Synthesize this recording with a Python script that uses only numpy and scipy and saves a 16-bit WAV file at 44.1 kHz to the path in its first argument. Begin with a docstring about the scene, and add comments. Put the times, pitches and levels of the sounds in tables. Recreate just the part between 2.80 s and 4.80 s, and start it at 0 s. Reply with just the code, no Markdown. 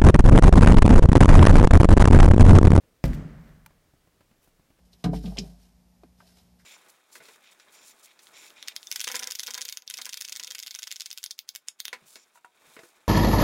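"""Faint hiss, a soft bump and a hollow ring open on an indoor riding arena. At 0.24 s a draught horse
sets a hind hoof down on a low wooden platform: horn cracks on wood, the hollow box booms, the boards
rattle, and the hoof rocks flat and grinds sand. The hall answers with echoes and a dull tail.
At 0.86 s comes a dry click close by, then a row of soft bumps, with a brief jacket rustle near 1.65 s."""
import sys
import numpy as np
from scipy import signal
from scipy.fft import rfft, irfft
from scipy.io import wavfile

SR = 44100
rng = np.random.default_rng(int(sys.argv[2]) if len(sys.argv) > 2 else 0)


def waveform_to_disk(signal):
    """Save audio, clipped to [-1, 1], as 16-bit WAV at the path in sys.argv[1]."""
    frames = np.transpose(np.atleast_2d(signal))
    scaled = np.clip(frames, -1, 1) * 32767
    samples = np.round(scaled).astype(np.int16)
    wavfile.write(sys.argv[1], SR, samples)


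N = 88200

# hoof landing, rocking flat, taking the weight, a last tick: start_s, push_db, contact_s, crack_db
HOOF_CONTACTS = [(0.2407, -.5, .001, 0), (0.2555, -23, .0005, -9), (0.2803, -32, .002, -10),
                 (0.2907, -12.4, .0096, -30), (0.2952, -6.6, .0046, -28), (0.3331, -36, .001, -8)]
# resonances of the wooden box: pitch_hz, level_db, t60_s
PLATFORM_MODES = [(31.4, -20, .27), (60.9, -20, .34), (122, -24, .25), (150, -16, .155), (176, -21, .16),
                  (250, -26, .15), (325, -31, .2), (480, -33, .13), (540, -30, .17), (658, -35, .17),
                  (865, -39, .1), (1686, -35, .08), (2080, -35, .06), (2356, -34, .07), (2795, -34, .05)]
# tone of horn cracking on sandy wood: frequency_hz, relative_db
CRACK_SPECTRUM = [(200, 17), (600, -1.5), (1100, -10.5), (2000, 4), (3400, -13), (5400, -8), (6400, -16),
                  (10000, -16), (16000, -23.5)]
# sand crunches under the hoof: centre_s, width_s, level_db
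SAND_CRUNCHES = [(0.2555, 0.0075, -44.5), (0.283, .007, -72), (0.3445, 0.0059, -52.5), (0.365, 0.026, -67),
                 (0.66, 0.11, -72.5)]
# tone of the sand: frequency_hz, relative_db
SAND_SPECTRUM = [(500, -21), (2000, 12), (5000, 7), (8000, 4), (10500, -0.5), (14000, 7), (16000, -15)]

# slaps of the boom off walls and roof: delay_s, gain_db
WALL_ECHOES = [(.109, -12), (.155, -21), (.202, -24), (.276, -27)]
# the hall's diffuse tail, from lows to highs: frequency_hz, level_db, t60_s, rise_s
TAIL_CURVES = [(27.8, -47.5, 1.3, 0.068), (50, -38, 1.2, 0.11), (80, -50.5, 1.44, 0.069),
               (125.6, -33, 0.81, 0.043), (160, -32, 1.01, 0.084), (224, -33, 0.91, 0.03),
               (305.6, -40.5, 0.78, 0.058), (436, -49, 1.11, 0.072), (580, -48.5, 1.15, .04),
               (1000, -55.5, 1.25, 0.011), (1667, -55, 1.82, 0.0067), (3140, -63.5, 1.02, 0.0082),
               (6000, -62, 0.89, 0.032), (13800, -62.5, 0.35, 0.018)]
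# standing wave that lingers in the hall: pitch_hz, level_db, t60_s
STANDING_WAVE = [(160, -34, 1.3)]
# faint hollow ring, fullest before the hoof lands: centre_s, width_s, level_db
HOLLOW_SWELL = [(0.05, .12, -69.5)]
# tone of the hollow ring: frequency_hz, relative_db
HOLLOW_SPECTRUM = [(150, -11), (330, -2.5), (520, 1.5), (750, -19), (2500, -18.5), (8000, -59)]

# tone of the click's snap: frequency_hz, relative_db
CLICK_SPECTRUM = [(300, -16), (740, -30), (950, 12), (1700, 3), (2400, -4), (3200, -4), (9000, -5.5),
                  (14000, -4.5), (16000, -8)]
# ring of the click: pitch_hz, level_db, t60_s
CLICK_RING = [(878, -55, 0.071), (2367, -43, 0.021), (4100, -51, 0.013)]
# soft bumps close by: start_s, thump_db, tick_db
BUMP_HITS = [(0.035, -53, -64.5), (0.906, -50, -60.5), (1.137, -50.5, -72), (1.273, -54.5, -64.5),
             (1.407, -52, -56.5), (1.512, -61, -61), (1.675, -56, -63), (1.796, -53.5, -67),
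             (1.904, -53, -62.5), (1.987, -66, -63)]
# body of each thump: pitch_hz, relative_db, t60_s
THUMP_MODES = [(84.6, -3.5, 0.023), (154, 5, 0.023), (294, -2, 0.038), (616, 6, 0.0093)]
# tone of the tick on each bump: frequency_hz, relative_db
TICK_SPECTRUM = [(400, 4), (1000, 1.5), (2400, -6), (3500, -13), (14000, -22.5)]
# jacket rustles: centre_s, width_s, level_db
JACKET_SWELLS = [(1.643, 0.015, -64), (1.685, 0.014, -71)]
# tone of the cloth: frequency_hz, relative_db
JACKET_SPECTRUM = [(400, 7), (1500, -3), (4000, -3), (8000, -2.5), (13000, -0.5), (16000, -6)]
# tone of the background: frequency_hz, relative_db
ROOM_TONE_SPECTRUM = [(15, -6), (25, 5.5), (53, 2), (160, -3), (523, -8.5), (648, -8.5), (826, -13.5),
                      (1140, -13.5), (2170, -16), (8810, -22), (13900, -23), (15500, -25)]

LANDING_S = HOOF_CONTACTS[0][0]


def platform_boom():
    """Every hoof contact rings the hollow box; the longer the contact, the duller the boom."""
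    out = np.zeros(N)
    for start_s, push_db, contact_s, _ in HOOF_CONTACTS:
        # the lowest mode swings against the others
        boards = ring(PLATFORM_MODES[1:], start_s) - ring(PLATFORM_MODES[:1], start_s)
        out += undb(push_db) * soften(boards, 1 / contact_s)
    return out


def hoof_cracks(crack_db=-22, rattle_db=-32.5):
    """Horn cracks on wood at each contact, and the boards rattle briefly after the landing."""
    cracks = sum(undb(crack_db + db) * fade(start_s, t60_s=.0064) for start_s, _, _, db in HOOF_CONTACTS)
    rattle = undb(rattle_db) * fade(LANDING_S, t60_s=.17)
    return (cracks + rattle) * noise(CRACK_SPECTRUM)


def sand_grind():
    """Sand ground under the hoof crunches in short, gritty swells."""
    return swells(SAND_CRUNCHES) * noise(SAND_SPECTRUM, grain_db=4.5)


def wall_echoes(boom):
    """Near walls and roof throw back dull copies of the boom; the far wall returns one narrow band, late."""
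    dull = soften(boom, cutoff_hz=262)
    near = sum(undb(db) * delayed(dull, delay_s) for delay_s, db in WALL_ECHOES)
    narrow = signal.lfilter(*signal.iirpeak(165, Q=4, fs=SR), boom)
    return near + undb(-29) * delayed(narrow, delay_s=.458)


def hall_tail(predelay_s=.0027, far_wall_s=.46, far_width_s=.03, far_db=-7.5):
    """The landing's reverb: half-octave bands bloom and die at their own rates, the lows coming late."""
    out = np.zeros(N)
    octave = np.log2(np.maximum(np.fft.rfftfreq(N, 1 / SR), 1))
    white = rfft(rng.standard_normal(N))
    far_wall_swell = 1 + swells([(LANDING_S + far_wall_s, far_width_s, far_db)])  # a smeared late return
    for hz in 28 * 2 ** (np.arange(20) / 2):
        band_shape = np.maximum(1 - 2 * abs(octave - np.log2(hz)), 0)
        band = irfft(white * band_shape, N)
        db, t60_s, rise_s = (on_log_axis(hz, TAIL_CURVES, column) for column in (1, 2, 3))
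        envelope = far_wall_swell * fade(LANDING_S + predelay_s, t60_s, rise_s)
        out += undb(db) * envelope * band / band.std()
    return out


def standing_wave():
    """One low note builds in the hall after the landing and hangs on."""
    return ring(STANDING_WAVE, LANDING_S, rise_s=.15)


def dry_click(start_s=.8616, rise_s=.00036):
    """A close, dry snap of noise with a short, bright ring."""
    snap = undb(-40) * fade(start_s, t60_s=.02, rise_s=rise_s) * noise(CLICK_SPECTRUM)
    return snap + ring(CLICK_RING, start_s, rise_s)


def soft_bumps():
    """Close, dry bumps, each a damped thump with a tick of noise on top."""
    out = np.zeros(N)
    tick = noise(TICK_SPECTRUM)
    for start_s, thump_db, tick_db in BUMP_HITS:
        out += undb(thump_db) * ring(THUMP_MODES, start_s, rise_s=.0012)
        out += undb(tick_db) * fade(start_s, t60_s=.068) * tick
    return out


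def jacket_rustle():
    """Cloth rubs in two quick, grainy brushes."""
    return swells(JACKET_SWELLS) * noise(JACKET_SPECTRUM, grain_db=6.5)


def hollow_ring():
    """A faint swell of hollow-toned noise in the hall as the scene opens."""
    return swells(HOLLOW_SWELL) * noise(HOLLOW_SPECTRUM)


def room_tone():
    """A steady bed of faint hiss and rumble."""
    return undb(-67) * noise(ROOM_TONE_SPECTRUM)


def ring(modes, start_s, rise_s=0):
    """Damped sines from rows of pitch_hz, level_db, t60_s, struck at start_s."""
    age = np.arange(N) / SR - start_s
    return sum(undb(db) * fade(start_s, t60_s, rise_s) * np.sin(2 * np.pi * hz * age)
               for hz, db, t60_s in modes)


def noise(spectrum, grain_db=0):
    """Coloured noise of rms 1; grain breaks it into a crackle of uneven, 8-sample specks."""
    white = rng.standard_normal(N)
    specks = undb(grain_db * np.repeat(rng.standard_normal(N // 8 + 1), 8)[:N])
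    colour = undb(on_log_axis(np.fft.rfftfreq(N, 1 / SR), spectrum))
    x = irfft(rfft(white * specks) * colour, N)
    return x / x.std()


def fade(start_s, t60_s, rise_s=0):
    """Envelope that opens at start_s and falls 60 dB in t60_s."""
    age = np.maximum(np.arange(N) / SR - start_s, 0)
    attack = 1 - np.exp(-age / max(rise_s, 1 / SR))
    return attack * np.exp(-np.log(1000) * age / t60_s)


def swells(rows):
    """Bell-shaped envelopes from rows of centre_s, width_s (one sigma), level_db."""
    t = np.arange(N) / SR
    return sum(undb(db) * np.exp(-.5 * ((t - centre_s) / width_s) ** 2) for centre_s, width_s, db in rows)


def soften(x, cutoff_hz):
    """Gentle low-pass."""
    return signal.sosfilt(signal.butter(2, min(cutoff_hz, SR / 3), fs=SR, output="sos"), x)


def delayed(x, delay_s):
    """The same sound, arriving later."""
    return np.interp(np.arange(N) - delay_s * SR, np.arange(N), x)


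def on_log_axis(hz, points, column=1):
    """Read a table by frequency, joining its rows on a log axis."""
    points = np.array(points, float)
    return np.interp(np.log(np.maximum(hz, 1)), np.log(points[:, 0]), points[:, column])


def undb(db):
    """Decibels to gain."""
    return 10 ** (np.asarray(db) / 20)


def scene():
    """Mono mix: the hoof fall, its hall, the close sounds too quiet to wake the hall, and room tone."""
    boom = platform_boom()
    hall = wall_echoes(boom) + hall_tail() + standing_wave() + hollow_ring()
    hoof = boom + hoof_cracks() + sand_grind()
    close = dry_click() + soft_bumps() + jacket_rustle()
    return (hoof + hall + close + room_tone())[None]


def record(dry, low_cut_hz=18, high_cut_hz=15900):
    """Roll off the deepest rumble and cut the very top steeply."""
    x = signal.sosfilt(signal.butter(2, low_cut_hz, "high", fs=SR, output="sos"), dry)
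    return signal.sosfilt(signal.ellip(10, .2, 70, high_cut_hz, fs=SR, output="sos"), x)


dry = scene()
out = record(dry)
waveform_to_disk(out)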